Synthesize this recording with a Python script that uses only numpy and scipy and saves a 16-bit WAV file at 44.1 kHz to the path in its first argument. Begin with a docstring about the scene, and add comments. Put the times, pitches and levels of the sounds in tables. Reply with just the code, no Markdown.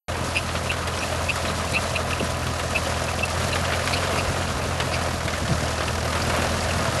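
"""A four-cylinder diesel tractor tows an old reaper-binder through standing grain in an open field.
The exhaust drones, the gears whine and the engine knocks once per firing. Behind it the binder
rumbles, rattles, clanks and chirps at a dry bearing while straw rustles through, swelling with
each sheaf. The rig draws slightly nearer to one microphone, which a few puffs of wind bump."""
import sys
import numpy as np
from scipy import signal
from scipy.fft import rfft, irfft, next_fast_len
from scipy.io import wavfile
from scipy.ndimage import map_coordinates

SR = 44100
rng = np.random.default_rng(int(sys.argv[2]) if len(sys.argv) > 2 else 0)


def generate_wav(signal):
    """Clip the signal to [-1, 1] and save it as 16-bit WAV at the path in sys.argv[1]."""
    frames = np.transpose(np.atleast_2d(signal))
    scaled = np.clip(frames, -1, 1) * 32767
    pcm = np.round(scaled).astype(np.int16)
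    wavfile.write(sys.argv[1], SR, pcm)


N = 308700

# the rig's nearness to the microphone, as a gain: t/s, level/dB
NEARNESS = [(0, -0.5), (1.2, -1), (3, 0.5), (4, 1.6), (5.3, 1.2), (6.3, 2.43), (7, 1.5)]


def tractor():
    """Exhaust, gears and cylinders all run locked to one count of the firings."""
    # engine speed: t/s, firing rate/Hz
    speed = [(0, 42), (3, 41.5), (4, 43.9), (4.3, 44.2), (4.8, 43), (5.5, 39.5), (6.3, 41), (7, 42.5)]
    firings = np.cumsum(curve(speed)) / SR
    return exhaust(firings) + gear_whine(firings) + combustion(firings)


def exhaust(firings):
    """The exhaust pulses drone; the upper tones brighten as the tractor nears."""
    # exhaust tones: multiple of the firing rate, relative level/dB
    orders = [(1, -15.5), (1.5, -13), (2, -0.5), (3, -6), (4, -14.5), (5, -17), (6, -16.5)]
    lift_db = 0.88 * curve(NEARNESS)
    tones = np.zeros(N)
    for k, db in orders:
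        gain = amp(db + lift_db * (k > 2) + 0.63 * wobble(10))
        tones += gain * np.sin(2 * np.pi * (k * firings + rng.random()))
    return np.sqrt(2) * amp(level_db("exhaust")) * tones


def gear_whine(firings):
    """Meshing gears whine; backlash makes them waver in level and phase."""
    # mesh tones: multiple of the firing rate, relative level/dB
    meshes = [(15.5, -3), (24, 1)]
    # whine at the microphone: t/s, level/dB
    whine = [(0, -51), (1.1, -46.5), (2.5, -45.5), (3.3, -50), (7, -55)]
    tones = np.zeros(N)
    for k, db in meshes:
        tones += amp(db + 2.2 * wobble(5)) * np.sin(2 * np.pi * k * firings + 1.45 * wobble(14))
    return np.sqrt(2) * amp(curve(whine)) * tones


def combustion(firings):
    """Each firing knocks the block and ticks an injector, a little early or late, never equally hard."""
    # spectrum of the engine block: f/Hz, level/dB
    block = [(150, -26.5), (350, -4.5), (640, 5.5), (850, -4), (1250, -0.5), (2000, -8), (3000, -13.5),
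             (4500, -14.5), (7000, -29), (12000, -38)]
    # spectrum of the injector ticks: f/Hz, level/dB
    injectors = [(1500, -36), (3000, -8), (4700, 5), (6800, 0.5), (8500, -6), (10300, -14), (12000, -17)]
    # the ticks grow as the engine's side comes into view: t/s, level/dB
    ticking = [(0, -71), (2.3, -45.5), (3, -42), (4.5, -47), (5.4, -41.5), (6.3, -39.5), (7, -39)]
    starts = np.flatnonzero(np.diff(np.floor(firings + .025 * wobble(40))) > 0)
    knocks = bursts(starts, amp(rng.standard_normal(N)[starts]), t60=.07)
    ticks = bursts(starts, amp(1.3 * rng.standard_normal(N)[starts]), t60=.055)
    knocking = amp(level_db("knock")) * unit(colour(knocks, block))
    return knocking + amp(curve(ticking)) * unit(colour(ticks, injectors))


def binder():
    """The load builds and eases with each sheaf, and the crop feeds in unevenly."""
    peak_s, sheaf_period_s = 1.7, 2.5
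    load = np.cos(2 * np.pi * (np.arange(N) / SR - peak_s) / sheaf_period_s)
    feed_db = 1.05 * wobble(5.6)
    return rumble(0.5 * load) + rattle(0.9 * load + feed_db) + straw(load, feed_db)


def rumble(load_db):
    """Wheels and canvas roll with a low rumble of overlapping bumps."""
    # spectrum of the running gear: f/Hz, level/dB
    spectrum = [(25, -33), (42, -5), (60, -4), (100, 4), (160, 0.5), (230, -1), (340, -5.5), (500, -11),
                (900, -27)]
    bumps = contacts(rate=150, spread_db=1.5, t60=0.12)
    return amp(level_db("rumble") + load_db) * unit(colour(bumps, spectrum))


def rattle(load_db):
    """Chains and slats rattle the frame, and steel parts sing along."""
    # spectrum of the frame: f/Hz, level/dB
    spectrum = [(200, -26.5), (380, -10), (540, -1), (660, 0), (820, -6.5), (1020, -5), (1300, -7),
                (1700, -8.5), (2100, -12), (2650, -12), (3300, -18), (6000, -31.5)]
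    # resonances of the steel parts: f/Hz, width/Hz, level/dB
    modes = [(1020, 90, -14), (1242, 75, 10), (1285, 31, 2), (1610, 19, -6), (2680, 100, -14),
             (3950, 45, -3), (5660, 160, -4.5)]
    frame = unit(colour(contacts(rate=800, spread_db=0.5, t60=0.054), spectrum))
    steel = unit(resonant(contacts(rate=70, spread_db=2, t60=0.028), modes))
    return amp(level_db("rattle") + load_db + jolt_db()) * frame + amp(level_db("steel")) * steel


def straw(load_db, feed_db):
    """Dry stalks rustle through the binder and snap in clumps."""
    # spectrum of the rustle: f/Hz, level/dB
    spectrum = [(1200, -13), (2600, -3.5), (3300, 2), (4300, 3.5), (5500, 2), (7000, 1), (8500, -4),
                (10300, -2.5), (12000, -13)]
    # breaking stalks: t/s, level/dB
    snapping = [(0, -66), (.7, -59), (1.3, -48), (2, -52), (3.1, -44), (3.8, -49), (4.6, -66), (7, -50)]
    clumps_per_s = 11
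    rustle_db = level_db("straw") + load_db + feed_db + 0.6 * wobble(clumps_per_s)
    snap_db = curve(snapping) + feed_db + 1.6 * wobble(clumps_per_s)
    brushing = contacts(rate=420, spread_db=2.5, t60=0.11)
    crackle = amp(-18) * contacts(rate=460, spread_db=9, t60=0.0043)
    snaps = resonant(contacts(rate=42, spread_db=1.5, t60=0.013), [(9000, 17000, 0)])
    return amp(rustle_db) * unit(colour(brushing + crackle, spectrum)) + amp(snap_db) * unit(snaps)


def dry_bearing():
    """The bearing sticks and slips: close modes beat, and each chirp scrapes at an upper resonance."""
    # loud chirps: middle t/s, level/dB, length/s, f/Hz, roughness (0 pure, 1 raspy),
    # scrape against the tone/dB, scrape f/Hz, scrape width/Hz
    chirps = [(0.371, -19.5, .025, 2650, 1, -13.5, 4980, 220),
              (.705, -20.5, .012, 2700, 0.48, -18, 4000, 500),
              (1.032, -26.5, .016, 2610, .75, -17, 4100, 600),
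              (1.3, -18.5, 0.017, 2650, 0.5, -18, 4700, 400), (1.749, -24.5, .02, 2546, 1, -5, 4200, 420),
              (1.768, -19.3, .02, 2660, 0.37, -23, 4250, 450),
              (1.964, -21.5, 0.015, 2650, 0.83, -12, 4050, 200),
              (2.134, -22.5, 0.0065, 2640, 0.67, -18, 4000, 500),
              (2.201, -26.5, .009, 2790, 1.1, -14, 4000, 700),
              (2.764, -19, 0.021, 2610, .45, -22, 4700, 900), (3.089, -29, .011, 2640, .3, -18, 4500, 900),
              (3.237, -18.5, .013, 2665, .05, -26, 5200, 400),
              (3.534, -25.5, 0.016, 2740, 0.96, -5.5, 4000, 300),
              (3.939, -24.5, 0.018, 2480, 1.2, -0.5, 4360, 750),
              (3.974, -28, 0.018, 2880, .8, -9, 4600, 800), (4.192, -27, 0.028, 2620, 1.1, -8, 4900, 800),
              (4.944, -29, 0.032, 2470, 1.5, -3, 4640, 1500),
              (5.885, -28, .012, 2730, 0.73, -16, 4600, 800),
              (6.712, -27.5, 0.0092, 2730, .71, -14, 4600, 800)]
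    # modes that beat with the pitch: offset/Hz, level at roughness 1/dB
    close_modes = [(-190, -1), (170, -4)]
    # upper resonances common to all chirps: f/Hz, width/Hz, level/dB
    upper_modes = [(4020, 400, -4), (9780, 480, 0)]
    flutter_per_s, flutter_rad, rise_per_s = 300, .55, 1.8
    out, t = np.zeros(N), np.arange(-SR // 20, SR // 20) / SR

    def mode(hz, rough):
        cycles = hz * (t + rise_per_s * t ** 2 / 2) + rng.random()
        return np.sin(2 * np.pi * cycles + rough * flutter_rad * wobble(flutter_per_s, len(t)))

    faint = [(s, db, .01, 2700, .85, -14, 4500, 800) for s, db in scattered(1.3, db=-35, spread_db=1)]
    for s, db, length, hz, rough, scrape_db, scrape_hz, scrape_width in chirps + faint:
        swell = amp(-6 * (2 * t / length) ** 2)
        beating = sum(amp(level) * mode(hz + offset, rough) for offset, level in close_modes)
        rasp = amp(-5.5) * noise_band(hz, 750, len(t))
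        tone = with_energy(swell * (mode(hz, rough) + rough * (beating + rasp)), swell)
        scrape = with_energy(swell * noise_band(scrape_hz, scrape_width, len(t)), swell)
        ring = with_energy(swell * resonant(rng.standard_normal(len(t)), upper_modes), swell)
        add(out, s + t[0], amp(db) * (tone + amp(scrape_db) * scrape + rough * amp(-16) * ring))
    return out


def clanks():
    """Loose iron and wood crack and give a short, dense clatter; single slats knock and pins tick."""
    # hollow knocks of wooden slats: t/s, level/dB
    slats = [(2.205, -18.5), (2.869, -24), (3.183, -21), (3.201, -19.5), (4.128, -24.5), (4.875, -26),
             (5.073, -23), (6.296, -22)]
    # ticks of steel pins and chain links: t/s, level/dB, t60/s, f/Hz, width/Hz
    pins = [(0.877, -30.5, .07, 3000, 2200), (0.987, -26.5, 0.058, 5530, 700),
            (1.481, -26, 0.067, 3940, 500), (1.723, -16, .0032, 8500, 5500), (1.84, -36, .2, 4030, 160),
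            (2.244, -30, .035, 9400, 3000), (2.863, -29, 0.04, 2950, 1300), (2.942, -27, .04, 2800, 1200),
            (3.191, -22.5, 0.04, 2900, 900), (3.416, -29, 0.045, 3900, 900),
            (3.654, -26, 0.036, 3100, 1500), (4.802, -24, .055, 3260, 3200), (5.279, -26, .1, 2190, 1400),
            (6.219, -22, .035, 4800, 1500), (6.607, -25, .035, 4700, 1200)]
    # blows of the packer arms and linkage: t/s, level/dB, crack against the clatter/dB
    blows = [(.49, -24.5, -24), (.553, -22, -24), (.716, -21.5, -12), (.873, -24, -8), (0.974, -25.5, -11),
             (1.357, -26.5, -6), (1.451, -23.5, -15), (2.107, -24.5, -20), (2.304, -30, -5),
             (2.467, -23.5, -19), (2.594, -22.5, -14), (2.914, -32, -11), (3.077, -34, -19),
             (3.555, -21.5, -18), (3.721, -22, -18), (3.734, -21.5, -22), (3.791, -27, -14),
             (3.856, -31, -1), (3.874, -19.5, -11), (4.031, -23.5, -15), (4.157, -26, -8),
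             (4.421, -26, -16), (4.8, -18.5, -15), (5.278, -24, -15), (5.335, -24, -18), (5.38, -29, -7),
             (5.806, -24, -20), (5.881, -29, -19), (5.954, -32, -18), (6.05, -32, -9), (6.124, -24, -16),
             (6.15, -24, -16), (6.247, -29, -17), (6.297, -24, -11), (6.363, -31, 1), (6.395, -32, -15),
             (6.419, -26, -9), (6.441, -28, -5)]
    # spectrum of a blow's clatter: f/Hz, level/dB
    spectrum = [(150, -38), (400, 8), (750, 0), (1300, 7.5), (1900, 2.5), (2500, 1.5), (3400, -0.5),
                (5000, -7.5), (8000, -27), (12000, -36)]
    attack_s, light_crack_db = 0.00046, -30
    out, size = np.zeros(N), SR // 4
    for s, db in slats:
        add(out, s, amp(db) * decay(t60=0.055) * noise_band(477, 250, size))
    for s, db, t60, hz, width in pins:
        add(out, s, amp(db) * decay(t60) * noise_band(hz, width, size))
    light_blows = [(s, db, light_crack_db) for s, db in scattered(2.5, db=-30.5, spread_db=2.5)]
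    rise = 1 - np.exp(-np.arange(size) / SR / attack_s)
    for s, db, crack_db in blows + light_blows:
        clatter = rise * decay(t60=0.091) * unit(colour(rng.standard_normal(size), spectrum))
        crack = decay(t60=0.069) * noise_band(7500, 7900, size)
        add(out, s, amp(db) * (clatter + amp(crack_db) * crack))
    return out


def chain():
    """Loose links and slats tap at uneven moments, each with its own short ring."""
    # resonance of each loose part: f/Hz, width/Hz, relative level/dB
    loose_parts = [(497, 260, -6), (660, 250, 0), (1110, 310, -3), (1445, 560, -3.5), (1810, 170, -5.5),
                   (2910, 640, -3.5)]
    out = np.zeros(N)
    for hz, width, db in loose_parts:
        times, tap_db = np.transpose(scattered(rate=9))
        taps = bursts((times * SR).astype(int), amp(tap_db), t60=0.056)
        out += amp(db) * unit(resonant(taps, [(hz, width, 0)]))
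    return amp(level_db("chain") + jolt_db()) * unit(out)


def deck():
    """The wooden deck booms under the tumbling crop and thuds when the frame drops."""
    # hollow boom of the deck: t/s, level/dB
    boom = [(0, -44), (.8, -59), (1.5, -38.5), (2.3, -48.5), (3, -43.5), (3.9, -45.5), (5.3, -50), (6, -49),
            (6.4, -35.5), (7, -44)]
    # heavy drops of the frame: t/s, level/dB
    drops = [(1.44, -27), (2.225, -24.5), (6.385, -24), (6.415, -26), (6.765, -30)]
    deck_hz, fade = 217, decay(t60=0.088)
    tumbling = contacts(rate=60, spread_db=1, t60=0.068)
    out = amp(curve(boom)) * unit(resonant(tumbling, [(deck_hz, 94, 0)]))
    for s, db in drops:
        thud = resonant(fade * rng.standard_normal(len(fade)), [(deck_hz, 155, 0)])
        add(out, s, amp(db) * with_energy(thud, fade))
    return out


def wind():
    """Each eddy pushes the diaphragm through a few uneven swings, with a low turbulent rush."""
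    # puffs on the microphone: middle t/s, level/dB, length/s, f/Hz
    puffs = [(4.279, -26, 0.058, 58.5), (4.555, -22.5, 0.076, 67.4), (5.432, -19.5, 0.055, 80.4),
             (5.502, -22.5, 0.018, 171), (5.52, -16, 0.022, 147.3), (6.659, -27, 0.036, 68.4),
             (6.887, -21, 0.032, 126)]
    out, t = np.zeros(N), np.arange(-SR // 5, SR // 5) / SR
    for s, db, length, hz in puffs:
        swing = np.sin(2 * np.pi * hz * t + wobble(hz * 0.592, len(t)))
        rush = amp(-9) * noise_band(1.03 * hz, 2.5 * hz, len(t))
        add(out, s + t[0], amp(db - 10 * (2 * t / length) ** 2) * (swing + rush))
    return out


def level_db(part):
    """Level of one part of the rig as it draws nearer."""
    # by part: level/dB, dB gained per dB of nearness
    parts = {"exhaust": (-32, 0.45), "knock": (-37, 1.8), "rumble": (-34, 0.69), "rattle": (-30.5, 0.49),
             "steel": (-42, -0.36), "straw": (-37.5, -0.23), "chain": (-40, 0)}
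    db, growth = parts[part]
    return db + growth * curve(NEARNESS)


def jolt_db():
    """Extra shaking as the wheels cross rough ground."""
    # jolts: middle t/s, added level/dB, length/s
    jolts = [(3.203, 0, 0.077), (3.74, 1, 0.1), (4.05, 1.5, 0.17), (6.376, 3.2, 0.14), (6.9, 1.5, .2)]
    t = np.arange(N) / SR
    return sum(db * np.exp(-(2 * (t - s) / length) ** 2) for s, db, length in jolts)


def amp(db):
    """Decibels to gain."""
    return 10 ** (np.asarray(db) / 20)


def unit(x):
    """Scale to rms 1."""
    return x / np.sqrt(np.mean(x ** 2) + 1e-20)


def with_energy(x, envelope):
    """Scale x to the energy of the envelope."""
    return x * np.linalg.norm(envelope) / np.linalg.norm(x)


def curve(rows):
    """One value per sample from rows of (t/s, value)."""
    return np.interp(np.arange(N) / SR, *np.transpose(rows))


def wobble(rate, size=N):
    """A smooth random curve, rate knots a second."""
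    knots = rng.standard_normal(int(size * rate / SR) + 4)
    return map_coordinates(knots, [np.arange(size) * rate / SR])


def decay(t60):
    """A quarter second of decay from full level."""
    return amp(-60 * np.arange(SR // 4) / SR / t60)


def colour(x, points):
    """Causal filter with the gain of (f/Hz, level/dB) points."""
    m = 2 * next_fast_len(len(x) // 2 + 8192)
    hz, db = np.transpose(points)
    gain = amp(np.interp(np.log(np.fft.rfftfreq(m, 1 / SR) + 1), np.log(hz), db))
    cepstrum = irfft(np.log(gain))
    cepstrum[1:m // 2] *= 2  # folding gives minimum phase
    cepstrum[m // 2 + 1:] = 0
    return irfft(rfft(x, m) * np.exp(rfft(cepstrum)))[:len(x)]


def resonant(x, modes):
    """x through resonances (f/Hz, width/Hz, power/dB), each applied twice for steep skirts."""
    m = next_fast_len(len(x) + 8192)
    f = np.fft.rfftfreq(m, 1 / SR)
    response = sum(amp(db) / np.sqrt(width) * (1j * f * width / (hz * hz - f * f + 1j * f * width)) ** 2
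                   for hz, width, db in modes)
    return irfft(rfft(x, m) * response, m)[:len(x)]


def noise_band(hz, width, size):
    """Noise of rms 1 through one resonance."""
    return unit(resonant(rng.standard_normal(size), [(hz, width, 0)]))


def bursts(starts, sizes, t60):
    """Noise of rms 1 that jumps up at each start sample and dies away."""
    kicks = np.bincount(starts, sizes ** 2, N)[:N]
    power = signal.lfilter([1], [1, -amp(-120 / (t60 * SR))], kicks)
    return unit(np.sqrt(power) * rng.standard_normal(N))


def contacts(rate, spread_db, t60):
    """Small contacts of unequal size at random moments, about rate a second."""
    starts = np.flatnonzero(rng.random(N) < rate / SR)
    return bursts(starts, amp(spread_db * np.clip(rng.standard_normal(N)[starts], -2, 2)), t60)


def scattered(rate, db=0, spread_db=0):
    """Rows (t/s, level/dB) of small events, one somewhere in every 1 / rate seconds."""
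    return [((k + when) / rate, db + spread_db * (1 - 2 * size))
            for k, (when, size) in enumerate(rng.random((128, 2))) if k + when < rate * N / SR]


def add(track, s, sound):
    """Mix a sound into the track from time s."""
    part = track[max(round(s * SR), 0):][:len(sound)]
    part += sound[:len(part)]


def scene():
    """Open field: everything reaches the one microphone directly."""
    return (tractor() + binder() + chain() + deck() + dry_bearing() + clanks() + wind())[None]


def record(dry):
    """The microphone opens just after the start, sheds deep rumble and cuts off the highest treble."""
    open_s, low_cut_hz, top_hz = .083, 33.8, 11950
    thinned = signal.sosfilt(signal.butter(4, low_cut_hz, "highpass", fs=SR, output="sos"), dry)
    opened = thinned * (np.arange(N) / SR > open_s)
    m = next_fast_len(N + 8192)
    return irfft(rfft(opened, m) * (np.fft.rfftfreq(m, 1 / SR) < top_hz), m)[:, :N]


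dry = scene()
out = record(dry)
generate_wav(out)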